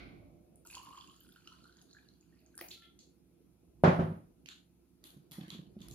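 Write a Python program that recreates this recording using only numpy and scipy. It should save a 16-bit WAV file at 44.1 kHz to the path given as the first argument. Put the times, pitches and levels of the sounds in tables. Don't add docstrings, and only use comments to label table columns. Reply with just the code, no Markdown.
import sys
import numpy as np
from scipy import signal
from scipy.fft import rfft, irfft
from scipy.io import wavfile
from scipy.ndimage import uniform_filter1d, map_coordinates

SR = 44100
rng = np.random.default_rng(int(sys.argv[2]) if len(sys.argv) > 2 else 0)


def inscribe(sig):
    pcm = np.round(np.clip(np.atleast_2d(sig).T, -1, 1) * 32767)
    wavfile.write(sys.argv[1], SR, pcm.astype(np.int16))


def level_to_linear(level):
    exponent = np.asarray(level, float) / 20
    return 10 ** exponent


N = 262026

# (time [s], flow level [dB], air column resonance [Hz], overtone [Hz])
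FILLING = [
    (0.6, -84, 1350, 2700),
    (0.756, -59, 933, 2920),
    (0.828, -70, 1100, 2900),
    (1.022, -65.5, 1050, 3000),
    (1.192, -75, 1400, 3370),
    (1.544, -75, 1370, 3210),
    (1.93, -77.5, 1690, 4050),
    (2.218, -87, 1390, 3180),
    (2.36, -81, 1800, 2600),
    (2.55, -88, 1460, 2510),
]
# (frequency [Hz], t60 [s])
REVERBERATION = [(60, 0.22), (200, 0.4), (600, 0.38), (2000, 0.39), (5000, 0.38), (12000, 0.38)]
# (frequency [Hz], left-right likeness [-1 to 1])
COHERENCE = [(100, 1), (300, 0.92), (700, -0.12), (1200, -0.42), (2500, 0.17), (8000, 0)]


def unit(x):
    return x / np.sqrt(np.mean(x ** 2) + 1e-20)


def along(points, hz):
    f, v = np.transpose(points)
    return np.interp(np.log(hz + 1), np.log(f + 1), v)


def curves(rows, s):
    t, *cols = np.transpose(rows)
    return [np.interp(s, t, c) for c in cols]


def add(out, s, sound):
    part = out[..., round(s * SR):round(s * SR) + sound.shape[-1]]
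    part += sound[..., :part.shape[-1]]


def flutter(per_s):
    values = rng.standard_normal(int(N / SR * per_s) + 4)
    return map_coordinates(values, [np.arange(N) / SR * per_s])


def noise(size, spectrum, alike, t60=None, patchy_db=0):
    hz, t, z = signal.stft(rng.standard_normal((2, size + 2048)), SR, nperseg=512)
    if patchy_db:
        patches = uniform_filter1d(rng.standard_normal(z.shape[1:]), 3, 0)
        z = z * level_to_linear(patchy_db * unit(uniform_filter1d(patches, 10, 1)))
    if t60:
        z = z * level_to_linear(-60 * t / along(t60, hz)[:, None])
    pair = rfft(signal.istft(z, SR, nperseg=512)[1][:, :size], size + 2048)
    hz = np.fft.rfftfreq(size + 2048, 1 / SR)
    turn = np.arccos(np.clip(along(alike, hz), -1, 1)) / 2
    mid, side = irfft(pair * level_to_linear(along(spectrum, hz)) * [np.cos(turn), np.sin(turn)])[:, :size]
    return unit(np.array([mid + side, mid - side]))


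def rings(s, db, hz, t60, attack, rise=0, size=2048):
    t = np.arange(size) / SR
    s, db, hz, t60 = (np.reshape(v * np.ones(len(s)), (-1, 1)) for v in (s, db, hz, np.abs(t60)))
    envelope = level_to_linear(db - 60 * t / t60) * (1 - np.exp(-(t / attack) ** 2))
    wave = envelope * np.sin(2 * np.pi * hz * t * (1 + rise * t / t60))
    at = (s * SR).astype(int) + np.arange(size)
    return np.bincount(at.ravel(), wave.ravel(), N + size)[:N]


def echo(x, size=22050):
    tail = noise(size, [(20, -0.87), (9000, -1.1)], COHERENCE, REVERBERATION)
    tail = tail * (1 - np.exp(-np.arange(size) / SR / 0.0018))
    return signal.fftconvolve(x[None], tail / np.linalg.norm(tail[0]), axes=1)


def placed(x, pan_db, count):
    pair = np.array([np.roll(x, max(count, 0)), np.roll(x, max(-count, 0))])
    return pair * level_to_linear([[pan_db / 2], [-pan_db / 2]])


def kitchen():
    # (frequency [Hz], density [dB per Hz])
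    floor_colour = [(12, -71), (20, -32.5), (27, -22), (48, -1), (86, -7), (120, -5), (160, -37.5),
                    (260, -120)]
    # (frequency [Hz], density [dB per Hz])
    drone_colour = [(59, -46), (100, -15.5), (172, -5.5), (204, -10), (265, -9.5), (358, -8), (387, -17.5),
                    (493, -19.5), (529, -27), (700, -25.5), (759, -33), (1100, -43), (1430, -74.5),
                    (2420, -120)]
    # (frequency [Hz], density [dB per Hz])
    hiss_colour = [(470, -36.5), (800, -2.5), (943, -9.5), (979, -5.5), (1180, -9.5), (1290, -4.5),
                   (1750, -14.5), (2520, -9), (3050, -13), (7370, -13.5), (10400, -4), (15100, -9.5),
                   (16300, -8.5)]
    # (frequency [Hz], density [dB per Hz])
    clatter_colour = [(240, -54), (400, -7.5), (710, -1), (945, -17.5), (1040, -10), (1490, 1), (1770, -12),
                      (2200, 5), (2790, -11), (4230, -11), (7120, -34), (7800, -67), (9000, -27),
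                      (11700, -65), (19800, -120)]
    # (frequency [Hz], level [dB])
    motor_tones = [(64.6, -69.5), (177.6, -73.5), (263.8, -77), (344.5, -73.5)]
    # (frequency [Hz], left-right likeness [-1 to 1])
    likeness = [(60, 0.98), (180, 0.65), (550, 0.37), (1650, 0.52), (4970, -0.44), (15000, -0.39)]
    # (frequency [Hz], left over right [dB])
    balance = [(60, -5.5), (180, -5), (550, -2), (1650, -1), (4970, -2), (15000, 2.5)]
    # (time [s], level [dB])
    shaking = [(0, 18.5), (0.59, 1.5), (1.34, -1.5), (3.3, -2.5), (3.6, -1.5), (3.9, 10), (4.2, 5.5),
               (4.66, -10.5), (5.94, 14.5)]

    t = np.arange(N) / SR
    stir_db, = curves(shaking, t)
    rock_db = np.interp(t, [3.87, 3.99, 4.23], [0, 18, 0])
    rumble_db = -74.5 + stir_db
    drone_db = -67.5 + 0.54 * stir_db + rock_db
    x = level_to_linear(rumble_db) * noise(N, floor_colour, likeness, patchy_db=2.0)
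    x += level_to_linear(drone_db) * noise(N, drone_colour, likeness, patchy_db=3.0)
    x += level_to_linear(-80) * noise(N, hiss_colour, likeness, patchy_db=1.5)
    for hz, db in motor_tones:
        x += level_to_linear(db - 4.0) * np.sin(2 * np.pi * hz * t)
    clatter_t60 = [(500, 3.4), (1400, 0.55), (2300, 0.7), (5000, 0.61)]  # (Hz, s)
    add(x, 0, level_to_linear(-68.5) * noise(SR, clatter_colour, COHERENCE, clatter_t60))
    tilt_db = along(balance, np.fft.rfftfreq(N, 1 / SR)) * [[.5], [-.5]]
    return irfft(rfft(x) * level_to_linear(tilt_db), N)


def sleeve():
    # (time [s], level [dB])
    drag = [(5, -100), (5.05, -74.5), (5.22, -84.5), (5.3, -95), (5.33, -66.5), (5.47, -66.5),
            (5.56, -67.5), (5.68, -84.5), (5.78, -86), (5.82, -72), (5.94, -74.5)]
    # (frequency [Hz], density [dB per Hz])
    cloth_colour = [(300, -40), (600, -3), (1200, 1), (2400, -6), (4500, -4), (5000, -11.5), (9000, -20),
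                    (16000, -40)]
    return level_to_linear(curves(drag, np.arange(N) / SR)[0]) * noise(N, cloth_colour, COHERENCE, patchy_db=4.5)


def thumps():
    # (time [s], peak level [dB], frequency [Hz])
    contacts = [(2.61, -42.5, 343), (4.439, -49, 162.6), (5.165, -41, 162.8), (5.18, -46, 165),
                (5.312, -45.5, 159), (5.382, -30.5, 184), (5.41, -34, 158), (5.434, -36, 169),
                (5.477, -41.5, 183), (5.525, -39.5, 169), (5.546, -40, 217), (5.589, -32.5, 171),
                (5.618, -42, 174), (5.764, -34.5, 200), (5.807, -38, 180), (5.91, -39.5, 151)]
    s, db, hz = np.transpose(contacts)
    x = rings(s - .003, db + 12.5, hz, 0.042, attack=0.012, size=6000)
    x += rings(s, db - 11.5, 1.797 * hz, 0.059, attack=0.0026, size=6000)
    x += rings(s, db - 14.5, 3.03 * hz, 0.022, attack=0.0026, size=6000)
    return placed(x, -2.1, count=6) + level_to_linear(-11) * echo(x)[:, :N]


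def bottle():
    # (time [s], boom level [dB], crack level [dB])
    blows = [
        (3.8334, -11.5, -26.5),
        (3.873, -11.5, -36),
        (3.988, -14.5, -42),
        (4.024, -20, -62),
        (4.099, -29, -64),
        (4.12, -31, -68),
    ]
    # (frequency [Hz], level [dB], t60 [s])
    table_modes = [(109, -4.5, 0.87), (136.4, -1.5, 0.65), (161, 11, 0.36), (217.5, 2, 0.52),
                   (365.5, -6.5, 1), (502.2, -9, 0.55), (540.7, -6.5, 0.78), (750, -10.5, 0.3),
                   (691, -10, .5), (954, -10, 0.43), (1247, -14.5, .35), (1481, -15.5, 0.24),
                   (2210, -18, 0.37)]
    # (frequency [Hz], density [dB per Hz])
    bang_colour = [(180, -26.5), (300, -5.5), (378, -9), (415, -13), (531, -3), (680, -3.5), (1050, -10),
                   (1260, -11), (3090, -31), (12000, -60.5), (15600, -84.5), (22000, -120)]

    out, boom, t = np.zeros((2, N)), np.zeros(N), np.arange(SR // 2) / SR
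    hz, db, t60 = np.transpose(table_modes)[:, :, None]
    for s, boom_db, crack_db in blows:
        hardness_db = (crack_db - boom_db + 13) * hz / 1500
        level_db = db + rng.normal(0, 1.5, db.shape) + hardness_db
        decay_db = 60 * t / np.minimum(0.28 * t60, .3)
        ring = np.sum(level_to_linear(level_db - decay_db) * np.sin(2 * np.pi * hz * t), axis=0)
        swing = -level_to_linear(crack_db + 23.5 - 60 * t / .008) * np.sin(2 * np.pi * 560 * t)
        swing = swing * (1 - np.exp(-t / .0005))
        add(boom, s + 0.003615, level_to_linear(boom_db - 11) * ring * (1 - np.exp(-t / 0.0037)) + swing)
        bang = noise(len(t), bang_colour, COHERENCE, REVERBERATION) * level_to_linear([[-.7], [.7]])
        add(out, s + 0.0033, level_to_linear(crack_db - 7.3) * (1 - np.exp(-t / 0.0036)) * bang)
    buzz_colour = [(7500, -41.0), (9000, -0.5), (14500, -9.0), (16000, -25.5)]
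    buzz = noise(len(t), buzz_colour, COHERENCE, [(9000, 3.3)])
    add(out, blows[0][0], level_to_linear(-73) * buzz * np.cos(t / t[-1] * np.pi / 2))
    return out + placed(boom, -1.6, count=5) + level_to_linear(-4) * echo(boom)[:, :N]


def bump(hz):
    return [(.12 * hz, -45), (.5 * hz, -17), (.82 * hz, -7), (hz, 0), (1.2 * hz, -5), (1.6 * hz, -20), (3 * hz, -45)]


def tap(s, db, spectrum, tail_db, t60):
    t = np.arange(9200) / SR
    body = noise(len(t), spectrum, COHERENCE, REVERBERATION) * np.cos(t / t[-1] * np.pi / 2) ** .5
    hit = body[0] * (1 - np.exp(-(t / 0.0002) ** 2)) * level_to_linear(-60 * t / t60)
    far = s > 4.3
    direct = placed(hit / np.abs(hit).max(), -7 if far else -2, count=10 if far else -3)
    tail = (1 - np.exp(-(t / .01) ** 2)) * body
    return level_to_linear(db) * (level_to_linear(2) * direct + level_to_linear(tail_db) * tail)


def taps():
    # (time [s], body level [dB], body frequency [Hz], edge level [dB])
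    dry_taps = [(2.5905, -47, 1600, -52), (2.6115, -42, 2220, -30), (2.6835, -66, 4540, -58),
                (5.318, -50.5, 3370, -43.5), (5.911, -54, 4100, -51), (5.8845, -55, 3400, -49.5),
                (2.7135, -42.5, 4200, -66), (4.4594, -45.5, 2750, -60), (4.487, -42, 3300, -59),
                (5.1037, -59, 3587, -56), (5.4098, -50.5, 3400, -63), (5.503, -41.5, 3500, -54)]
    # (time [s], body level [dB], body frequency [Hz], edge level [dB])
    dragging_taps = [(2.614, -58, 1800, -47), (2.576, -57.5, 1300, -70), (2.7074, -49, 3620, -56.5),
                     (2.9902, -60, 4300, -73), (4.494, -51.5, 3700, -73), (5.5, -65, 3306, -73),
                     (5.0402, -54, 3530, -51.5), (5.3121, -54.5, 4250, -50.5), (2.709, -60, 3320, -70),
                     (5.4812, -57, 2900, -58), (5.5134, -48, 3460, -70), (5.7897, -64, 3500, -76),
                     (5.8045, -60, 3800, -64), (5.8176, -61, 3400, -64), (2.822, -57, 3320, -70)]
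    # (time [s], level [dB], frequency [Hz])
    low_sides = [
        (2.611, -53, 700),
        (4.487, -59.5, 1480),
        (5.041, -71, 1302),
        (5.318, -65.5, 915),
        (5.382, -64, 800),
        (5.503, -58.5, 1150),
    ]
    # (time [s], level [dB], frequency [Hz])
    high_sides = [
        (2.5785, -56, 5160),
        (2.59, -47.5, 4750),
        (2.6853, -47, 6700),
        (2.9903, -52.5, 6550),
        (4.4595, -53, 4840),
        (4.4875, -50, 6980),
        (5.5029, -53, 6700),
        (5.8154, -55.5, 6970),
        (5.9116, -50, 6900),
    ]
    # (frequency [Hz], density [dB per Hz])
    edge_colour = [(4710, -20.5), (8000, -15), (11000, -5.5), (14000, -10.5), (16200, -28)]
    # (frequency [Hz], density [dB per Hz])
    foil_colour = [(4710, -54), (8000, -26), (9300, -13), (11400, -10), (15600, 5.5)]
    # (frequency [Hz], gain [dB])
    crockery = [(2800, 0.5), (3350, 2), (3650, -1), (4000, 1.5), (4250, 0.5), (4550, 2.5), (4800, -3.5),
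                (6500, 1.5), (8000, 0.5)]

    out = np.zeros((2, N))
    for rows, body_tail_db, edge_tail_db in ((dry_taps, -23.5, -25.5), (dragging_taps, -13.5, -19)):
        for s, db, hz, edge_db in rows:
            bright = edge_colour if s > 2.65 else foil_colour
            add(out, s, tap(s, db - 3, bump(hz), body_tail_db, .014))
            add(out, s, tap(s, edge_db + 4, bright, edge_tail_db, .009))
    for rows, tail_db in ((low_sides, -12.5), (high_sides, -23)):
        for s, db, hz in rows:
            add(out, s, tap(s, db, bump(hz), tail_db, .016))
    return irfft(rfft(out) * level_to_linear(along(crockery, np.fft.rfftfreq(N, 1 / SR))), N)


def glass_knocks():
    # (time [s], peak level [dB], frequency [Hz])
    knocks = [(2.5885, -45, 1600), (2.5895, -50, 5030), (2.6107, -42, 1960), (2.6115, -49, 1235),
              (2.612, -48.5, 2390), (2.6115, -48.5, 3260), (2.612, -43, 4900), (2.6135, -51.5, 525),
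              (2.7124, -38, 3610), (2.716, -37, 4400), (5.413, -49, 3430), (5.819, -44, 3450)]
    s, db, hz = np.transpose(knocks)
    return placed(rings(s, db + 0.5, hz, 30 / hz, attack=0.00036, size=3000), -2.3, count=-3)


def glass_rings():
    # (time [s], level [dB], frequency [Hz], t60 [s])
    faint_rings = [(.2, -72, 591.5, 1.8), (1.51, -68, 1027, 0.17), (2.42, -74, 633, 0.33),
                   (2.708, -62, 2600, .12), (2.708, -62, 3290, .2), (2.709, -62, 3570, .22),
                   (2.709, -59, 4370, .15), (2.824, -66, 3400, .2), (2.822, -68, 3060, .15),
                   (2.992, -68, 4400, .2), (2.992, -75, 3400, .15), (2.612, -62, 2430, .2),
                   (2.612, -63, 1900, .15), (4.49, -64, 3600, .2), (4.49, -66, 4150, .2),
                   (4.49, -67, 2800, .2), (4.49, -70, 7200, .2), (5.504, -62, 3360, .25),
                   (2.713, -63, 3919, .4), (2.715, -68, 4170, 0.3), (2.714, -66, 4300, 0.35),
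                   (2.713, -72, 3499, .5), (5.817, -68, 3470, 0.36), (2.82, -65.5, 1750, 0.13),
                   (2.822, -75, 2076, 0.19), (2.823, -65, 3250, 0.22), (5.05, -71.5, 876, 0.18),
                   (5.316, -63.5, 3370, 0.3)]
    # (time [s], length [s], level [dB], frequency [Hz])
    squeaks = [
        (2.765, .145, -70, 1359),
        (2.82, .08, -76, 2076),
    ]
    s, db, hz, t60 = np.transpose(faint_rings)
    x = rings(s, db, hz, t60, attack=0.0018, size=16000)
    x += rings(s + .004, db, 1.012 * hz, t60, attack=.012, size=16000)
    for s, length, db, hz in squeaks:
        t = np.arange(round(length * SR)) / SR
        level = level_to_linear(db + 2.5 * np.sin(2 * np.pi * 23 * t)) * np.sin(np.pi * t / length) ** .4
        vibrato = .6 * np.sin(2 * np.pi * 17 * t)
        add(x, s, level * np.sin(2 * np.pi * hz * t + vibrato))
    return level_to_linear(-3) * x + level_to_linear(-6.5) * echo(x)[:, :N]


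def stream(column, count, scatter, t60, spread_db, size):
    draw = rng.random((count, 3))
    start = FILLING[0][0] + .05
    s = start + draw[:, 0] * (FILLING[-1][0] - start)
    hz = column(s) * np.exp(scatter * (draw[:, 1] + draw[::-1, 1] - 1))
    db = -spread_db * np.log(draw[:, 2] + .03)
    x = rings(s, db, hz, t60, attack=t60 / 12, rise=.02, size=size)
    return x / np.sqrt(np.abs(uniform_filter1d(x ** 2, 4000)) + 0.028 * np.mean(x ** 2))


def air_column(s):
    return curves(FILLING, s)[1]


def overtone(s):
    return curves(FILLING, s)[2]


def jet():
    t = np.arange(N) / SR
    flow_db = curves(FILLING, t)[0] + 3 * flutter(30)
    foam_db = 9.5 * (t - FILLING[0][0])
    splash_db = np.interp(t, (.64, .665, .74, .8), [0, 6.5, 6.5, 0])
    spray_db = -69 + 0.5 * (flow_db + 65.5) - foam_db + splash_db
    x = level_to_linear(flow_db - 16.5) * stream(air_column, count=360, scatter=0.07, t60=0.022, spread_db=6, size=1500)
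    x += level_to_linear(flow_db - 8.0) * stream(overtone, count=800, scatter=0.31, t60=0.0082, spread_db=4.5, size=500)
    x += level_to_linear(flow_db - 8.5) * stream(lambda s: 4500, count=900, scatter=0.16, t60=0.0087, spread_db=6.0, size=400)
    x += level_to_linear(flow_db - 12) * stream(lambda s: 1300, count=250, scatter=0.4, t60=0.0061, spread_db=-0.5, size=700)
    x += level_to_linear(spray_db) * stream(lambda s: 8800, count=2500, scatter=.6, t60=.0024, spread_db=3, size=96)
    return x


def bubbles(rows, cycles, **shape):
    s, db, hz = np.transpose(rows)
    return rings(s, db, hz, cycles / hz, **shape)


def froth(rows, cycles):
    s, db, hz = np.repeat(rows, 5, axis=0).T
    delay, weakness, detune = rng.random((len(s), 3)).T
    late_s = s + .03 * delay
    weak_db = db - 12 - 9 * delay - 6 * weakness
    near_hz = hz * np.exp(0.085 * (2 * detune - 1))
    return bubbles(np.transpose([late_s, weak_db, near_hz]), cycles, attack=0.001, rise=0.03, size=1024)


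def single_drops():
    # (time [s], peak level [dB], frequency [Hz])
    big = [(0.65, -45.5, 1390), (0.652, -54, 950), (0.697, -50, 1590), (0.751, -49, 990),
           (0.768, -31.5, 986), (0.795, -43, 997), (0.812, -41, 1056), (0.83, -43, 1090),
           (0.852, -43, 1120), (0.869, -38, 1023), (0.886, -42.5, 1040), (0.905, -40, 1050),
           (0.928, -39.5, 1110), (0.944, -39, 1103), (0.975, -34.5, 1057), (1.017, -46, 1084),
           (1.083, -47, 1080), (1.245, -52, 1450), (1.289, -51.5, 1450), (1.359, -40.5, 1440),
           (1.455, -55, 1250), (1.471, -41, 1337), (1.519, -41, 1304), (1.652, -42, 1387),
           (1.691, -46.5, 1450), (1.947, -44, 1520), (1.966, -37.5, 1670), (2.325, -54, 1810),
           (2.541, -50, 1590), (1.2087, -58, 1570), (1.3239, -60, 1420), (1.4172, -60, 1480),
           (1.522, -51.5, 1030), (1.54, -52, 1410), (1.5814, -61, 1070), (1.6038, -55, 1310),
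           (1.6203, -60, 1350), (1.6407, -51, 1350), (1.725, -58, 1540), (1.7594, -59, 1560),
           (1.7754, -58, 1430), (1.8233, -65, 1430), (2.0742, -60, 1680), (0.958, -52, 1050),
           (0.99, -47, 1005), (1.035, -50, 1100), (1.105, -49, 1113), (2.574, -48, 1550)]
    # (time [s], peak level [dB], frequency [Hz])
    small = [(0.701, -46, 2500), (0.751, -42, 3100), (0.752, -40, 4700), (0.779, -41.5, 2890),
             (0.927, -52, 2900), (0.973, -47, 3150), (1.0015, -52, 4330), (1.0099, -43, 3320),
             (1.022, -50, 3020), (0.7091, -48, 2670), (0.728, -53, 2480), (0.77, -53, 4600),
             (0.79, -53, 4500), (0.8598, -53, 2860), (0.945, -58, 3000), (0.985, -50, 2860),
             (1.112, -55, 3160), (1.1945, -63, 2930), (1.36, -56, 2970), (1.526, -50, 4200),
             (1.725, -55, 4060), (1.0433, -52, 3040), (1.075, -54, 2760), (1.0968, -50.5, 2980),
             (1.209, -53.5, 3050), (1.2898, -59, 3260), (1.3213, -54, 3470), (1.4734, -40.5, 2920),
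             (1.641, -51, 4170), (1.816, -65, 2900), (1.9109, -50, 4150), (1.9298, -47.5, 4100),
             (2.087, -50, 4100), (1.985, -61, 2400), (2.137, -59, 4470), (2.4138, -67, 2600)]
    # (time [s], peak level [dB],
    # frequency [Hz])
    bursts = [(0.558, -53.5, 9460), (0.6725, -46.5, 7800), (0.712, -44.5, 10300), (0.8316, -56, 12000),
              (0.848, -54, 10300), (1.074, -59, 7060), (0.752, -50, 6870), (1.2052, -48.5, 13500),
              (1.235, -57.5, 10000), (1.29, -57, 10200), (1.326, -56, 12600), (.936, -58, 7800),
              (.976, -58, 7000), (1.117, -60, 9500), (1.163, -62, 7000), (1.28, -62, 9000),
              (1.36, -62, 10500), (1.4754, -58, 5750), (1.476, -61, 9500), (1.476, -63, 13500),
              (1.528, -61, 8800), (1.642, -63, 9000), (1.677, -64, 10500), (1.77, -64, 6500),
              (1.815, -61, 6500), (1.935, -62, 6800), (.651, -58, 12000), (.665, -54, 9700),
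              (.89, -60, 11000), (2.21, -66, 6800), (2.405, -66, 13000), (1.8238, -56.5, 10400),
              (2.4626, -64, 6500), (2.5535, -50, 9100), (2.5665, -57, 11200), (2.578, -38, 9830)]
    x = bubbles(big, 28.7, attack=0.004, rise=0.012)
    x += bubbles(small, 44, attack=0.001, rise=0.032)
    x += froth(big, 24) + froth(small, 35)
    for ratio, splash_db in ((1.45, -4.5), (2.1, -14)):
        x += level_to_linear(splash_db) * bubbles(np.multiply(small, [1, 1, ratio]), 18, attack=0.00017, size=512)
    for ratio, side_db in ((.8, -3), (1, 11), (1.25, 2)):
        x += level_to_linear(side_db) * bubbles(np.multiply(bursts, [1, 1, ratio]), 36, attack=0.00022, size=512)
    return x


def pour():
    x = jet() + single_drops()
    x[round(FILLING[-1][0] * SR) + 2000:] = 0
    return placed(x, -3.5, count=-3) + level_to_linear(-3.5) * echo(x)[:, :N]


def scene():
    background = kitchen()
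    heavy = thumps() + bottle()
    handling = sleeve() + taps() + glass_knocks() + glass_rings()
    chatter_db = 1.1 * flutter(140) - .1
    return background + heavy + level_to_linear(chatter_db) * handling + pour()


def low_pass(x):
    return signal.sosfilt(signal.butter(12, 16480, fs=SR, output="sos"), x)


def record(dry):
    hz = np.fft.rfftfreq(N, 1 / SR)
    response = [(40, -8.5), (55, -0.5), (7200, 4.5), (8400, -7), (8850, 1.0), (15000, -1.5),
                (16000, -13), (16500, -43.0)]
    lean_db = along([(6500, 0.1), (9000, 4.5)], hz) * [[.5], [-.5]]
    mix = irfft(rfft(dry) * level_to_linear(along(response, hz) + lean_db), N)
    return low_pass(mix)


dry = scene()
out = record(dry)
inscribe(out)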